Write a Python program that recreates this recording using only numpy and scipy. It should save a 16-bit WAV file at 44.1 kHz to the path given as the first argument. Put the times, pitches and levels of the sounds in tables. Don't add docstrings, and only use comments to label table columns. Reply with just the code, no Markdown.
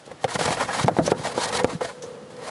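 import sys
import numpy as np
from scipy import signal
from scipy.fft import rfft, irfft, next_fast_len
from scipy.io import wavfile
from scipy.ndimage import uniform_filter1d, minimum_filter1d, map_coordinates

SR = 44100
rng = np.random.default_rng(int(sys.argv[2]) if len(sys.argv) > 2 else 0)


def unload_audio(sound):
    columns = np.transpose(np.atleast_2d(sound))
    steps = np.round(np.clip(columns, -1, 1) * 32767)
    wavfile.write(sys.argv[1], SR, steps.astype(np.int16))


N = 110250


def amp(db):
    return 10 ** (np.asarray(db) / 20)


def unit(x):
    return x / np.sqrt(np.mean(x ** 2) + 1e-20)


def level(rows):
    times_s, levels_db = np.transpose(rows)
    return amp(np.interp(np.arange(N) / SR, times_s, levels_db))


def wobble(knots_per_s):
    knots = rng.standard_normal(4096)
    return map_coordinates(knots, [np.arange(N) * knots_per_s / SR], mode="wrap")


def colour(x, spectrum, peaks=()):
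    m = next_fast_len(N + 8192)
    f = np.fft.rfftfreq(m, 1 / SR)
    hz, db = np.transpose(spectrum)
    gain_db = np.interp(np.log(f + 1), np.log(hz + 1), db)
    for centre_hz, width_hz, lift_db in peaks:
        gain_db = gain_db + lift_db / (1 + (2 * (f - centre_hz) / width_hz) ** 2)
    return unit(irfft(rfft(x, m) * amp(gain_db), m)[:N])


def noise(spectrum, peaks=()):
    return colour(rng.standard_normal(N), spectrum, peaks)


def decay(t, t60_s):
    return np.exp(-np.log(1000) * t / t60_s)


def ring(t, hz, t60_s, attack_s):
    return np.sin(2 * np.pi * hz * t) * decay(t, t60_s) * (1 - np.exp(-t / attack_s))


def add(out, start_s, x):
    i = round(start_s * SR)
    out[i:i + len(x)] += x[:N - i]


GRAINS_PER_S, GRAIN_SHARE, GRAIN_SPREAD_DB = 6500, 0.28, 2.5


def grains():
    struck = rng.random(N) < GRAINS_PER_S / SR
    sizes = rng.standard_normal(N) * amp(GRAIN_SPREAD_DB * rng.standard_normal(N))
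    swish = rng.standard_normal(N)
    return np.sqrt(GRAIN_SHARE) * unit(struck * sizes) + np.sqrt(1 - GRAIN_SHARE) * swish


PATCH_HZ, PATCH_S = 110, 0.035
STFT_SIZE, STFT_HOP = 1024, 512


def shifting(x, depth_db):
    z = signal.stft(x, nperseg=STFT_SIZE)[2]
    bins = max(1, round(PATCH_HZ * STFT_SIZE / SR))
    frames = max(1, round(PATCH_S * SR / STFT_HOP))
    field = uniform_filter1d(rng.standard_normal(z.shape), bins, axis=0)
    field = uniform_filter1d(field, frames, axis=1)
    shifted = signal.istft(z * amp(depth_db * unit(field)), nperseg=STFT_SIZE)[1]
    return unit(shifted[:N])


# (time [s], hiss level before trim [dB], rasp level before trim [dB])
RUB_BOUTS = [
    [(0.0, -54, -77), (0.044, -80, -77), (0.062, -44.5, -60), (0.096, -71, -49.5), (0.118, -49, -46),
     (0.15, -84, -67), (0.188, -67, -55), (0.226, -46, -52), (0.235, -36, -35)],
    [(0.266, -52, -45), (0.272, -63, -71), (0.28, -41.5, -35), (0.304, -34, -36), (0.334, -36, -36.5),
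     (0.344, -28, -38.5), (0.358, -28, -23), (0.376, -49.5, -44), (0.38, -44, -46)],
    [(0.38, -43, -51), (0.394, -28, -29), (0.434, -29, -35), (0.462, -26.5, -24), (0.472, -37, -31.5),
     (0.482, -31, -24.5), (0.502, -34, -38), (0.528, -28, -26.5), (0.57, -39.5, -40)],
    [(0.57, -40, -27), (0.594, -38, -34), (0.612, -28.5, -22), (0.672, -41, -41.5), (0.692, -40, -27.5),
     (0.73, -38.5, -39)],
    [(0.73, -33, -29.5), (0.744, -29.5, -26), (0.76, -34, -33), (0.796, -30, -24.5), (0.842, -30.5, -34),
     (0.854, -59, -48), (0.862, -39, -43), (0.872, -55, -41), (0.876, -30, -29)],
    [(0.9, -59, -58), (0.952, -48, -43.5), (0.99, -41.5, -46), (1.008, -58, -68), (1.036, -40.5, -52),
     (1.07, -29.5, -34.5), (1.08, -38, -28), (1.094, -45, -39.5), (1.117, -25, -34)],
    [(1.15, -56, -37), (1.156, -50, -51), (1.194, -39.5, -37.5), (1.23, -43, -44.5), (1.258, -30, -26),
     (1.288, -38, -38.5), (1.318, -37.5, -36), (1.336, -43.5, -41), (1.36, -40.5, -36.5)],
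    [(1.36, -39, -35.5), (1.38, -31, -34), (1.388, -35, -35), (1.438, -25.5, -27.5), (1.46, -29, -32),
     (1.47, -38.5, -30.5), (1.49, -27.5, -37), (1.506, -45, -32.5), (1.52, -38, -44)],
    [(1.522, -44, -40), (1.528, -30, -27.5), (1.572, -24, -27), (1.584, -36, -28), (1.6, -30, -20.5),
     (1.614, -43, -37), (1.632, -50, -39)],
    [(1.67, -35, -59), (1.686, -47, -37.5), (1.698, -36.5, -27.5), (1.71, -40, -38), (1.728, -41, -33.5),
     (1.742, -43, -43), (1.762, -49.5, -46.5), (1.768, -51, -56), (1.8, -58, -51)],
    [(1.8, -60, -77), (1.812, -41.5, -31), (1.84, -37.5, -39), (1.854, -35.5, -35), (1.866, -39.5, -46),
     (1.902, -42, -34.5), (1.95, -54, -64), (1.954, -55, -53), (2.015, -63, -64)],
    [(2.05, -52, -52), (2.162, -57, -52.5), (2.174, -66, -63), (2.292, -68, -74), (2.306, -51, -48),
     (2.324, -55, -56), (2.352, -59, -55), (2.49, -37, -34), (2.5, -47, -42)],
]
# (frequency [Hz], density [dB per Hz])
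HISS_SPECTRUM = [(300, -73), (1500, -1), (2600, -6), (3200, -2.5), (4200, 0), (6000, -3.5), (8000, -5),
                 (10800, -8)]
# (centre [Hz], width [Hz], lift [dB])
HISS_RESONANCES = [(3080, 70, 3.5), (3240, 70, 4), (3552, 50, 3), (3940, 130, 3), (4398, 40, 3)]
# (frequency [Hz], density [dB per Hz])
RASP_SPECTRUM = [(60, -2), (150, -3), (250, -2), (350, -20), (470, 0.5), (800, -0.5), (1300, -0.5),
                 (2000, -11), (2800, -11.5), (6000, -27)]
# (centre [Hz], width [Hz], lift [dB])
RASP_RESONANCES = [(461, 120, 5), (780, 330, 5.5), (995, 87, 5.5), (1260, 52, -0.5), (1681, 46, 8),
                   (1859, 29, 12.5), (2132, 420, 7), (2350, 9, -1.5)]
HISS_TRIM_DB, RASP_TRIM_DB, CONTACT_FADE_S = -0.5, 2, 0.027


def rubbing(flutter_db=1.23):
    t = np.arange(N) / SR
    rows = np.concatenate(RUB_BOUTS)
    rows = rows[np.argsort(rows[:, 0], kind="stable")]
    touching = np.any([(t >= bout[0][0]) & (t <= bout[-1][0]) for bout in RUB_BOUTS], axis=0)
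    contact = uniform_filter1d(touching * 1.0, max(1, round(CONTACT_FADE_S * SR)))
    hiss = shifting(colour(grains(), HISS_SPECTRUM, HISS_RESONANCES), depth_db=1.7)
    rasp = shifting(colour(grains(), RASP_SPECTRUM, RASP_RESONANCES), depth_db=3.0)
    hiss = amp(HISS_TRIM_DB) * level(rows[:, [0, 1]]) * hiss
    rasp = amp(RASP_TRIM_DB) * level(rows[:, [0, 2]]) * rasp
    return contact * amp(flutter_db * wobble(120)) * (hiss + rasp)


# (time [s], level [dB], length [s], resonance centre [Hz])
DUST_FLICKS = [(0.094, -53, .006, 2000), (0.511, -34, 0.0076, 4080), (0.86, -42, 0.02, 5800),
               (1.061, -27.5, 0.021, 6070), (1.527, -45, 0.01, 4470), (1.634, -34.5, 0.0071, 7100),
               (2.021, -38, 0.028, 6200), (2.365, -42.5, 0.0048, 4900)]
FLICK_RISE_S, FLICK_WIDTH_HZ, FLICK_LIFT_DB = 0.00094, 1000, 12.5


def flicks():
    out, t = np.zeros(N), np.arange(SR // 8) / SR
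    for start_s, db, length_s, hz in DUST_FLICKS:
        peak = (hz, FLICK_WIDTH_HZ, FLICK_LIFT_DB)
        spray = colour(grains(), HISS_SPECTRUM, [peak])[:len(t)]
        envelope = (1 - np.exp(-t / FLICK_RISE_S)) * np.exp(-(t / length_s) ** 2)
        add(out, start_s, amp(db) * spray * envelope)
    return out


KNOCK_ATTACK_S, GRIT_T60_S = 0.00055, 0.036
SHUDDER_DB, SHUDDER_T60_S = -22.5, 0.13


def modes(t, table, scatter_db):
    return sum(amp(db + scatter_db * rng.standard_normal()) * ring(t, hz, t60_s, KNOCK_ATTACK_S)
               for hz, db, t60_s in table)


def excerpt(x, length):
    return np.roll(x, rng.integers(N))[:length]


# (time [s], level [dB], spot pitch [Hz], spot t60 [s], tub ring level [dB], grit level [dB])
FOOT_KNOCKS = [ (0.077, -31, 507, 0.027, -57, -57), (0.1145, -27.5, 532, 0.043, -41.5, -54),
               (0.2422, -8.5, 770, 0.033, -36, -15), (0.2467, -8, 517, 0.034, -48, -60),
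               (0.3909, -16.5, 614, 0.056, -38, -33), (0.4113, -17, 610, 0.024, -22.5, -21),
               (0.4795, -16.5, 632, 0.069, -22, -25), (0.5065, -6, 340, 0.0095, -25, -20.5),
               (0.6845, -24, 793, 0.079, -42, -43), (0.8450, -9.5, 390, 0.01, -33, -28.5),
               (0.8813, 2.5, 880, 0.0085, -24, -19), (0.8858, 0, 730, 0.016, -24, -40),
               (0.8938, -8.5, 620, 0.031, -42, -45), (0.9669, -6.5, 770, 0.011, -50, -35),
               (0.9867, 1, 400, 0.0088, -20, -43), (0.9965, -13, 643, 0.073, -32, -50),
               (1.0780, -5.5, 560, 0.023, -28, -42), (1.1186, 1.5, 446, 0.022, -15.5, -20),
               (1.2515, -15, 694, 0.024, -42, -35), (1.271, -14, 600, 0.012, -56, -26),
               (1.378, -9, 503, 0.023, -21.5, -37), (1.3813, -13.5, 475, 0.015, -31, -42),
               (1.5981, -18, 975, 0.05, -30, -39), (1.6449, 2.5, 477, 0.027, -15.5, -14),
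               (1.8085, -21, 825, 0.0052, -29, -49), (1.8154, -13.5, 494, 0.056, -29, -51),
               (1.848, -22.5, 671, 0.084, -55, -28.5), (2.037, -24, 490, 0.061, -45, -43)]
# (frequency [Hz], level against the tub ring [dB], t60 [s])
TUB_MODES = [(258, -1, 0.034), (355, -12, 0.092), (505, 0, 0.11), (573, -8.5, 0.078), (717, 8, 0.037),
             (833, 1.5, 0.06), (925, -10, 0.14), (1178, -0.5, 0.036), (1364, -2, 0.045),
             (1690, -18.5, 0.022)]
# (frequency [Hz], level against the knock [dB], t60 [s])
SNAP_MODES = [(1524, -14, 0.0087), (1885, -23.5, 0.015), (3730, -19.5, 0.0038)]
# (frequency [Hz], density [dB per Hz])
GRIT_SPECTRUM = [(200, 14.5), (900, -6), (2000, 3.5), (3500, -2.5), (6000, -12.5), (10800, -17)]
# (frequency [Hz], density [dB per Hz])
SHUDDER_SPECTRUM = [(50, -28), (130, -3), (300, -3), (600, -1.5), (900, -17), (1600, -14.5), (2500, -35),
                    (10000, -40.5)]


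def knocks(scatter_db=0.5):
    out, t = np.zeros(N), np.arange(SR // 4) / SR
    grit, diffuse = noise(GRIT_SPECTRUM), noise(SHUDDER_SPECTRUM)
    for start_s, db, hz, t60_s, ring_db, grit_db in FOOT_KNOCKS:
        spot = ring(t, hz, t60_s, KNOCK_ATTACK_S)
        tub = modes(t, TUB_MODES, scatter_db)
        crunch = excerpt(grit, len(t)) * decay(t, GRIT_T60_S)
        shudder = amp(SHUDDER_DB) * excerpt(diffuse, len(t)) * decay(t, SHUDDER_T60_S)
        snap = modes(t, SNAP_MODES, scatter_db)
        knock = amp(db) * (spot + snap + shudder)
        add(out, start_s, knock + amp(ring_db) * tub + amp(grit_db) * crunch)
    return out


# (time [s], level [dB], pitch [Hz], t60 [s])
BODY_THUMPS = [ (0.246, -21.5, 130, 0.039), (0.394, -27, 172, .08), (0.48, -21, 145, 0.12),
               (0.807, -13.5, 132, 0.031), (0.645, -24, 102, 0.029), (0.841, -3.5, 136, 0.044),
               (0.861, -16, 290, 0.022), (0.8677, -10.5, 194, 0.029), (0.912, -22, 178, 0.084),
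               (0.929, -24, 112, 0.081), (0.988, -9.5, 279, 0.081), (1.009, -18.5, 162, 0.2),
               (1.081, -16, 166, .06), (1.118, -23, 182, 0.11), (1.195, -15.5, 143, 0.033),
               (1.379, -27, 148, 0.044), (1.547, -27, 79, 0.15), (1.724, -22, 333, 0.043),
               (1.733, -15.5, 245, 0.028), (1.7477, -17.5, 164, 0.076), (2.213, -37.5, 210, 0.16)]
# (time [s], rumble level before trim [dB])
WEIGHT_SHIFTS = [(0.0, -61), (0.12, -41.5), (0.2, -53), (0.4, -32.5), (0.47, -33), (0.86, -42), (1.0, -40),
                 (1.04, -26.5), (1.18, -33.5), (1.33, -42), (1.68, -37), (1.82, -48), (2.15, -53.5),
                 (2.5, -45)]
# (frequency [Hz], density [dB per Hz])
RUMBLE_SPECTRUM = [(25, 1.5), (50, 3), (75, -10), (130, -7.5), (200, -10), (320, -9.5), (600, -15),
                   (2000, -52)]
RUMBLE_TRIM_DB, THUMP_ATTACK_S = 0.5, 0.0019


def body():
    out = amp(RUMBLE_TRIM_DB) * level(WEIGHT_SHIFTS) * noise(RUMBLE_SPECTRUM)
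    t = np.arange(SR // 4) / SR
    for start_s, db, hz, t60_s in BODY_THUMPS:
        add(out, start_s, amp(db) * ring(t, hz, t60_s, THUMP_ATTACK_S))
    return out


# (time [s], level [dB])
ROOM_HUM_LEVEL = [(0, -73), (1.2, -55), (1.37, -37), (1.5, -39.5), (1.62, -33.5), (1.78, -45), (1.85, -43),
                  (1.94, -49.5), (2.015, -44.5), (2.06, -38.5), (2.12, -42.5), (2.16, -40), (2.27, -46),
                  (2.37, -45), (2.43, -37.5), (2.5, -57)]
# (frequency [Hz], density [dB per Hz])
ROOM_HUM_SPECTRUM = [(100, -17), (160, -10), (250, -9.5), (340, -16.5), (430, -5.5), (490, 1.5), (530, -9),
                     (600, -23), (1300, -21.5), (3000, -74)]
# (frequency [Hz], rms level against the band noise [dB])
ROOM_HUM_TONES = [(503, -2.5), (561, -9)]


def room_hum(drift_rad=0.83):
    t = np.arange(N) / SR
    tones = sum(np.sqrt(2) * amp(db) * np.sin(2 * np.pi * hz * t + drift_rad * wobble(12))
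                for hz, db in ROOM_HUM_TONES)
    return level(ROOM_HUM_LEVEL) * (noise(ROOM_HUM_SPECTRUM) + tones)


# (frequency [Hz], density [dB per Hz])
ROOM_SPECTRUM = [(18, -61), (30, -63), (144, -11), (293, -22.5), (515, -15.5), (1020, -20.5), (1940, -25.5),
                 (2470, -30.5), (2790, -27.5), (10500, -39.5), (13600, -83), (22000, -120)]
ROOM_DB = -49


def room_noise():
    return amp(ROOM_DB) * noise(ROOM_SPECTRUM)


def scene():
    return (rubbing() + flicks() + knocks() + body() + room_hum() + room_noise())[None]


LOW_CUT_HZ, TOP_HZ = 88, 11100
LIMIT_DB, HOLD_S, SMOOTH_SAMPLES = -5, 0.0257, 64


def record(dry):
    bass_cut = signal.butter(4, LOW_CUT_HZ, "highpass", fs=SR, output="sos")
    dry = signal.sosfilt(bass_cut, dry)
    needed = np.minimum(1, amp(LIMIT_DB) / (np.abs(dry) + 1e-9))
    hold = max(3, round(HOLD_S * SR))
    held = minimum_filter1d(needed, hold, origin=(hold - 1) // 2)
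    gain = uniform_filter1d(held, size=SMOOTH_SAMPLES)
    m = next_fast_len(N + 8192)
    passband = np.fft.rfftfreq(m, 1 / SR) < TOP_HZ
    return irfft(rfft(dry * gain, m) * passband, m)[:, :N]


dry = scene()
out = record(dry)
unload_audio(out)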